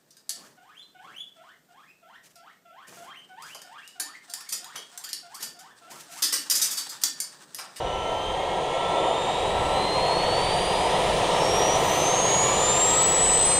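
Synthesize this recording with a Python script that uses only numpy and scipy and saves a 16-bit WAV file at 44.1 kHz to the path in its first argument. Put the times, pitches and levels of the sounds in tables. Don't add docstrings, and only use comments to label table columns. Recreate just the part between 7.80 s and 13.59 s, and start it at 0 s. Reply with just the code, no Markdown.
import sys
import numpy as np
from scipy import signal
from scipy.fft import rfft, irfft, next_fast_len
from scipy.io import wavfile
from scipy.ndimage import uniform_filter1d

SR = 44100
rng = np.random.default_rng(int(sys.argv[2]) if len(sys.argv) > 2 else 0)


def persist_wave(psi):
    counts = np.round(np.clip(psi, -1, 1) * 32767).astype(np.int16)
    wavfile.write(sys.argv[1], SR, np.atleast_2d(counts).T)


N = 255339
TIME = np.arange(N) / SR


def gain_of(db):
    return 10 ** (np.asarray(db) / 20)


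def unit_rms(x):
    return x / np.sqrt(np.mean(x ** 2) + 1e-20)


def bell(peak_s, half_s):
    return .5 ** (((TIME - peak_s) / half_s) ** 2)


def swell(peak_s, half_s, db):
    return gain_of(db) * bell(peak_s, half_s)


def wander(rate_hz):
    size = next_fast_len(N, True)
    hz = np.fft.rfftfreq(size, 1 / SR)
    spectrum = rfft(rng.standard_normal(size)) / (1 + (hz / rate_hz) ** 4)
    return unit_rms(irfft(spectrum, size)[:N])


def log_interp(points, hz):
    f, value = np.transpose(points)
    return np.interp(np.log(hz + 1), np.log(f + 1), value)


def band(points, hz, edge_db_per_octave=90):
    octaves_outside = abs(np.log2((hz + 1) / (np.clip(hz, points[0][0], points[-1][0]) + 1)))
    return log_interp(points, hz) - edge_db_per_octave * octaves_outside


def resonances(modes, hz):
    powers = (gain_of(db) ** 2 / (1 + ((hz - f) / (0.73 * width)) ** 2) ** 2 for f, width, db in modes)
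    return 10 * np.log10(sum(powers))


def dips(notches, hz):
    return sum(depth * np.exp(-((hz - f) / width) ** 2) for f, width, depth in notches)


def shelf(hz, spool, corner_hz, tilt_db):
    return tilt_db * spool / (1 + (corner_hz / (hz + 1)) ** 12)


IDLE_HZ, LEVEL_OFF_S, CREEP_HZ_PER_S = 487.2, 5.22, 119
def shaft_hz(t):
    climb_s = np.minimum(t, LEVEL_OFF_S)
    rise_octaves = .2241 * climb_s + .0038 * climb_s ** 2 + .00098 * climb_s ** 3
    return IDLE_HZ * 2 ** rise_octaves + CREEP_HZ_PER_S * (t - climb_s)


def octaves_above_idle():
    return np.log2(shaft_hz(TIME) / IDLE_HZ)


def flow_db(peak_db, at_octaves, fall_db):
    return peak_db - fall_db * (octaves_above_idle() - at_octaves) ** 2


# (frequency [Hz], coherence [0 to 1])
PORT_COHERENCE = [(30, 0.96), (500, 1), (1500, 1), (3000, 0.99), (5500, 0.89), (7000, .8), (7700, 0.71),
                  (8400, 0.88), (9600, 0.91), (11000, .75), (12200, .5), (12700, .15), (16000, .15)]
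# (frequency [Hz], width [Hz], depth [dB])
ECHO_NOTCHES = [(256, 19, 3.5), (587, 20, 1), (1520, 22, 4.5), (1585, 15, 2.5), (2090, 46, 0.5)]
def turbulence(colour, patchy_db):
    frames, hz = N // 512 + 5, np.fft.rfftfreq(2048, 1 / SR)
    speed = shaft_hz(np.linspace(0, N / SR, frames))
    spool = np.log2(speed / speed.mean())[:, None]
    left_re, left_im, apart_re, apart_im, eddies = rng.standard_normal((5, frames, len(hz)))
    eddies = uniform_filter1d(eddies, size=6, axis=0)
    eddies = unit_rms(uniform_filter1d(eddies, size=24, axis=1))
    coherence = log_interp(PORT_COHERENCE, hz)
    left = left_re + 1j * left_im
    right = coherence * left + np.sqrt(1 - coherence ** 2) * (apart_re + 1j * apart_im)
    level_db = colour(hz, spool) - dips(ECHO_NOTCHES, hz) + patchy_db * eddies
    spectra = np.array([left, right]) * gain_of(level_db)
    _, noise = signal.istft(spectra.transpose(0, 2, 1), nperseg=2048, noverlap=1536)
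    return unit_rms(noise[:, :N])


# (frequency [Hz], width [Hz], relative level [dB])
EXHAUST_MODES = [(316, 79, -11), (414, 90, -3.5), (516.7, 74, 0.5), (640, 94, -1), (741, 66, 1),
                 (862, 56, -3), (954.5, 83, -0.5), (1045, 68, -7.5), (1204, 86, -10.5), (1309, 73, -11)]
# (time [s], half length [s], change of the roar [dB])
FLAME_SURGES = [(.95, .12, -0.5), (1.227, 0.11, 2.6), (1.56, 0.071, -1.1), (2.9, 0.37, -1.04),
                (3.8, 0.3, 0.9), (4.8, .25, .7)]
# (frequency [Hz], relative level [dB])
RUSH_SPECTRUM = [(1300, -14), (1500, -7), (1700, -5.5), (1900, 0.5), (2070, -5), (2300, -3), (2600, -4.5),
                 (3000, -0.3), (3400, -2.5), (3950, -5), (4500, -11), (4950, -10.5), (5400, -16),
                 (6000, -15)]
def exhaust():
    def rumble_colour(hz, spool):
        return resonances([(161.6, 67, -2.5), (98, 32, -12)], hz)

    def roar_colour(hz, spool):
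        tilt = shelf(hz, spool, corner_hz=580, tilt_db=-2) + shelf(hz, spool, corner_hz=1100, tilt_db=5.5)
        return resonances(EXHAUST_MODES, hz) + tilt + 1.14 * spool

    def rush_colour(hz, spool):
        tilt = shelf(hz, spool, corner_hz=2380, tilt_db=-2) + shelf(hz, spool, corner_hz=4120, tilt_db=7)
        return band(RUSH_SPECTRUM, hz) + tilt + 0.89 * spool

    rumble = turbulence(rumble_colour, patchy_db=0.4)
    rumble_db = flow_db(peak_db=-36.5, at_octaves=1.0, fall_db=11.5) + wander(rate_hz=9.2)
    roar = turbulence(roar_colour, patchy_db=0.53)
    roar_db = flow_db(peak_db=-23, at_octaves=0.84, fall_db=9.5) + 0.19 * wander(rate_hz=32)
    roar_db += sum(db * bell(peak_s, half_s) for peak_s, half_s, db in FLAME_SURGES)
    rush = turbulence(rush_colour, patchy_db=0.8)
    rush_db = flow_db(peak_db=-30.5, at_octaves=1.082, fall_db=8.8)
    return rumble * gain_of(rumble_db) + roar * gain_of(roar_db) + rush * gain_of(rush_db)


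# (frequency [Hz], relative level [dB])
WIND_SPECTRUM = [(12, -16), (22, -3), (35, -4), (60, -0.5), (100, -6), (160, -15.5), (230, -17)]
# (time [s], half length [s], level [dB])
WIND_GUSTS = [(.08, 0.14, -38.5), (0.455, 0.15, -41.5), (1.799, 0.19, -36.5), (2.215, 0.083, -40),
              (2.7, 0.32, -38), (3.3, 0.21, -37.5), (3.85, 0.18, -41), (4.899, .4, -44), (5.47, .25, -39.5)]
def breeze(calm_db=-48):
    buffeting = turbulence(lambda hz, spool: band(WIND_SPECTRUM, hz), patchy_db=.6)
    antiphase = 0.33 * wander(rate_hz=51) * np.array([[1], [-1]])
    power = gain_of(calm_db) ** 2 + sum(swell(*gust) ** 2 for gust in WIND_GUSTS)
    return (buffeting + antiphase) * np.sqrt(power)


BLADES = 6
# (frequency [Hz], width [Hz], depth [dB])
WHINE_NOTCHES = [(2930, 60, 5), (3340, 110, 7.5), (3570, 110, 3), (3830, 150, 5.5), (3940, 60, 11),
                 (4880, 320, 9), (5250, 220, 22), (5955, 55, 18), (6100, 130, 4), (6990, 150, 5.5)]
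# (order [multiple of shaft speed], time [s], half length [s], level [dB])
HARMONIC_FLARES = [(1, 4.76, 0.15, -34.5), (1, 5.16, .12, -35.5), (2, 4.63, 0.14, -39), (2, 5, .25, -48),
                   (3, 2.1, .2, -45), (3, 4.96, .2, -42), (3, 5.8, 0.45, -41), (9, 4.15, 0.15, -49),
                   (9, 5.7, .3, -54), (12, 0.19, 0.34, -52.5), (12, 1.43, .2, -49), (12, 1.87, .2, -50.5),
                   (12, 2.8, 0.23, -43.5), (12, 3.31, .13, -50.5), (12, 3.76, .12, -49),
                   (12, 4.13, 0.12, -41.5), (12, 5.18, .2, -50), (15, 1.8, 0.31, -66), (18, 2, .12, -61),
                   (18, 3.38, .08, -65), (21, 1.75, 0.22, -69), (27, .5, .48, -68)]
def rotor(idle_db=-42.3, db_per_octave=15, ceiling_db=-20.8):
    speed = shaft_hz(TIME)
    turns = np.cumsum(speed * (1 + 0.00014 * wander(rate_hz=12))) / SR
    shimmer = 0.24 * (speed[0] / speed) ** 1.04

    def tone(order, gain):
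        scatter = 1 + shimmer * (wander(rate_hz=43) + 1j * wander(rate_hz=55))
        return np.sqrt(2) * gain * (scatter * np.exp(2j * np.pi * order * turns)).real

    whine_db = np.minimum(idle_db + db_per_octave * octaves_above_idle(), ceiling_db)
    whine_db += 0.63 * wander(rate_hz=8.8) - dips(WHINE_NOTCHES, BLADES * speed)
    flares = {}
    for order, peak_s, half_s, db in HARMONIC_FLARES:
        flares[order] = flares.get(order, 0) + swell(peak_s, half_s, db)
    return tone(BLADES, gain_of(whine_db)) + sum(tone(order, gain) for order, gain in flares.items())


# (starting frequency [Hz], glide [Hz/s], width [Hz], level [dB], start of fade [s])
BURNER_MODES = [(1084, 0.5, 12, -53, .5), (1336, -0.5, 4.9, -44.5, 1.8), (1537, 100.5, 19, -56, 0.88),
                (1816, 109.5, 14, -52, 0.85), (2068, 130, 18, -51, 1.0)]
def burner(fade_db_per_s=7):
    notes = np.zeros(N)
    for hz, glide, width_hz, db, fade_s in BURNER_MODES:
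        drive = wander(width_hz / 2) + 1j * wander(width_hz / 2)
        phase = 2 * np.pi * np.cumsum(hz + glide * TIME) / SR
        note = unit_rms((drive * np.exp(1j * phase)).real)
        notes += note * gain_of(db - fade_db_per_s * np.maximum(TIME - fade_s, 0))
    return notes


# (frequency [Hz], relative level [dB])
HISS_SPECTRUM = [(4600, -17), (5100, -9.5), (5600, -2), (6100, 3.5), (6500, -1), (7100, 1), (7700, -4),
                 (8400, -11)]
# (frequency [Hz], relative level [dB])
FIZZ_SPECTRUM = [(7300, -21), (7900, -3.5), (8600, 0.5), (9400, -2), (10000, -7.5), (10800, -14),
                 (11600, -20), (12200, -15.5), (13500, -19.5), (15500, -27)]
def intake(idle_db=-50, db_per_octave=12.5, ceiling_db=-34):
    def hiss_colour(hz, spool):
        blade_hz = BLADES * shaft_hz(TIME).mean() * 2 ** spool
        skirts_db = 4.5 * np.exp(-((hz - blade_hz) / 900) ** 2)
        skirts_db += 3 * np.exp(-((hz - 2 * blade_hz) / 400) ** 2)
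        tilt = shelf(hz, spool, corner_hz=6000, tilt_db=4.1)
        return band(HISS_SPECTRUM, hz) + tilt + skirts_db - 1.3 * spool

    def fizz_colour(hz, spool):
        return band(FIZZ_SPECTRUM, hz) + shelf(hz, spool, corner_hz=10400, tilt_db=3.5)

    hiss = turbulence(hiss_colour, patchy_db=1.05)
    hiss_db = np.minimum(idle_db + db_per_octave * octaves_above_idle(), ceiling_db)
    fizz = turbulence(fizz_colour, patchy_db=1.05)
    fizz_db = flow_db(peak_db=-39.5, at_octaves=1.36, fall_db=9.4)
    return hiss * gain_of(hiss_db) + fizz * gain_of(fizz_db)


# (time [s], half length [s], level [dB])
WHISTLE_PEAKS = [(3, .4, -68), (3.8, .17, -55)]
def falling_whistle():
    hz = 24000 - 2 * BLADES * shaft_hz(TIME)
    envelope = sum(swell(*peak) for peak in WHISTLE_PEAKS)
    return np.sqrt(2) * envelope * np.sin(2 * np.pi * np.cumsum(hz) / SR)


def scene():
    fade_in = np.minimum(TIME / .003, 1)
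    return fade_in * (exhaust() + breeze() + rotor() + burner() + intake() + falling_whistle())


# (frequency [Hz], left minus right [dB])
PORT_BALANCE = [(2000, 0.5), (4000, 0), (6100, -0.5), (6850, -5), (7300, 8), (8000, 2), (8400, 2),
                (11000, .6), (11350, 5), (11900, -9), (12900, -5), (13800, -8), (16000, -11)]
# (frequency [Hz], lead of the left [rad])
PORT_PHASE = [(1800, 0), (4000, -0.13), (6000, -2), (7100, -0.34), (7800, -1.5), (8200, 0.5), (8500, 0.64),
              (11000, 1.06), (11600, -2.5), (16000, -1.5)]
# (time [s], gain of the side signal [0 to 1])
STEREO_WIDTH = [(0, 0.027), (4.55, 0.0064), (4.8, 0.19), (5.1, 0.34), (5.3, 0.57), (5.79, 1)]
def record(dry, split_hz=10900, cutoff_hz=15800):
    size = next_fast_len(N + SR // 4)
    hz = np.fft.rfftfreq(size, 1 / SR)
    lean = gain_of(log_interp(PORT_BALANCE, hz) / 2) * np.exp(.5j * log_interp(PORT_PHASE, hz))
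    ports = np.array([lean, 1 / lean])
    ports /= np.sqrt(np.mean(abs(ports) ** 2, axis=0))
    left, right = rfft(dry, size) * ports
    top = np.clip((hz - split_hz) / 400, 0, 1)
    spectra = np.array([left + right, (left - right) * top, (left - right) * (1 - top)]) / 2
    mid, side_top, side_low = irfft(spectra, size)[:, :N]
    width = np.interp(TIME, *np.transpose(STEREO_WIDTH))
    side = side_top + width * side_low
    lowpass = signal.firwin(511, cutoff_hz, window=("kaiser", 9), fs=SR)
    return signal.oaconvolve(np.array([mid + side, mid - side]), lowpass[None], "same")


dry = scene()
out = record(dry)
persist_wave(out)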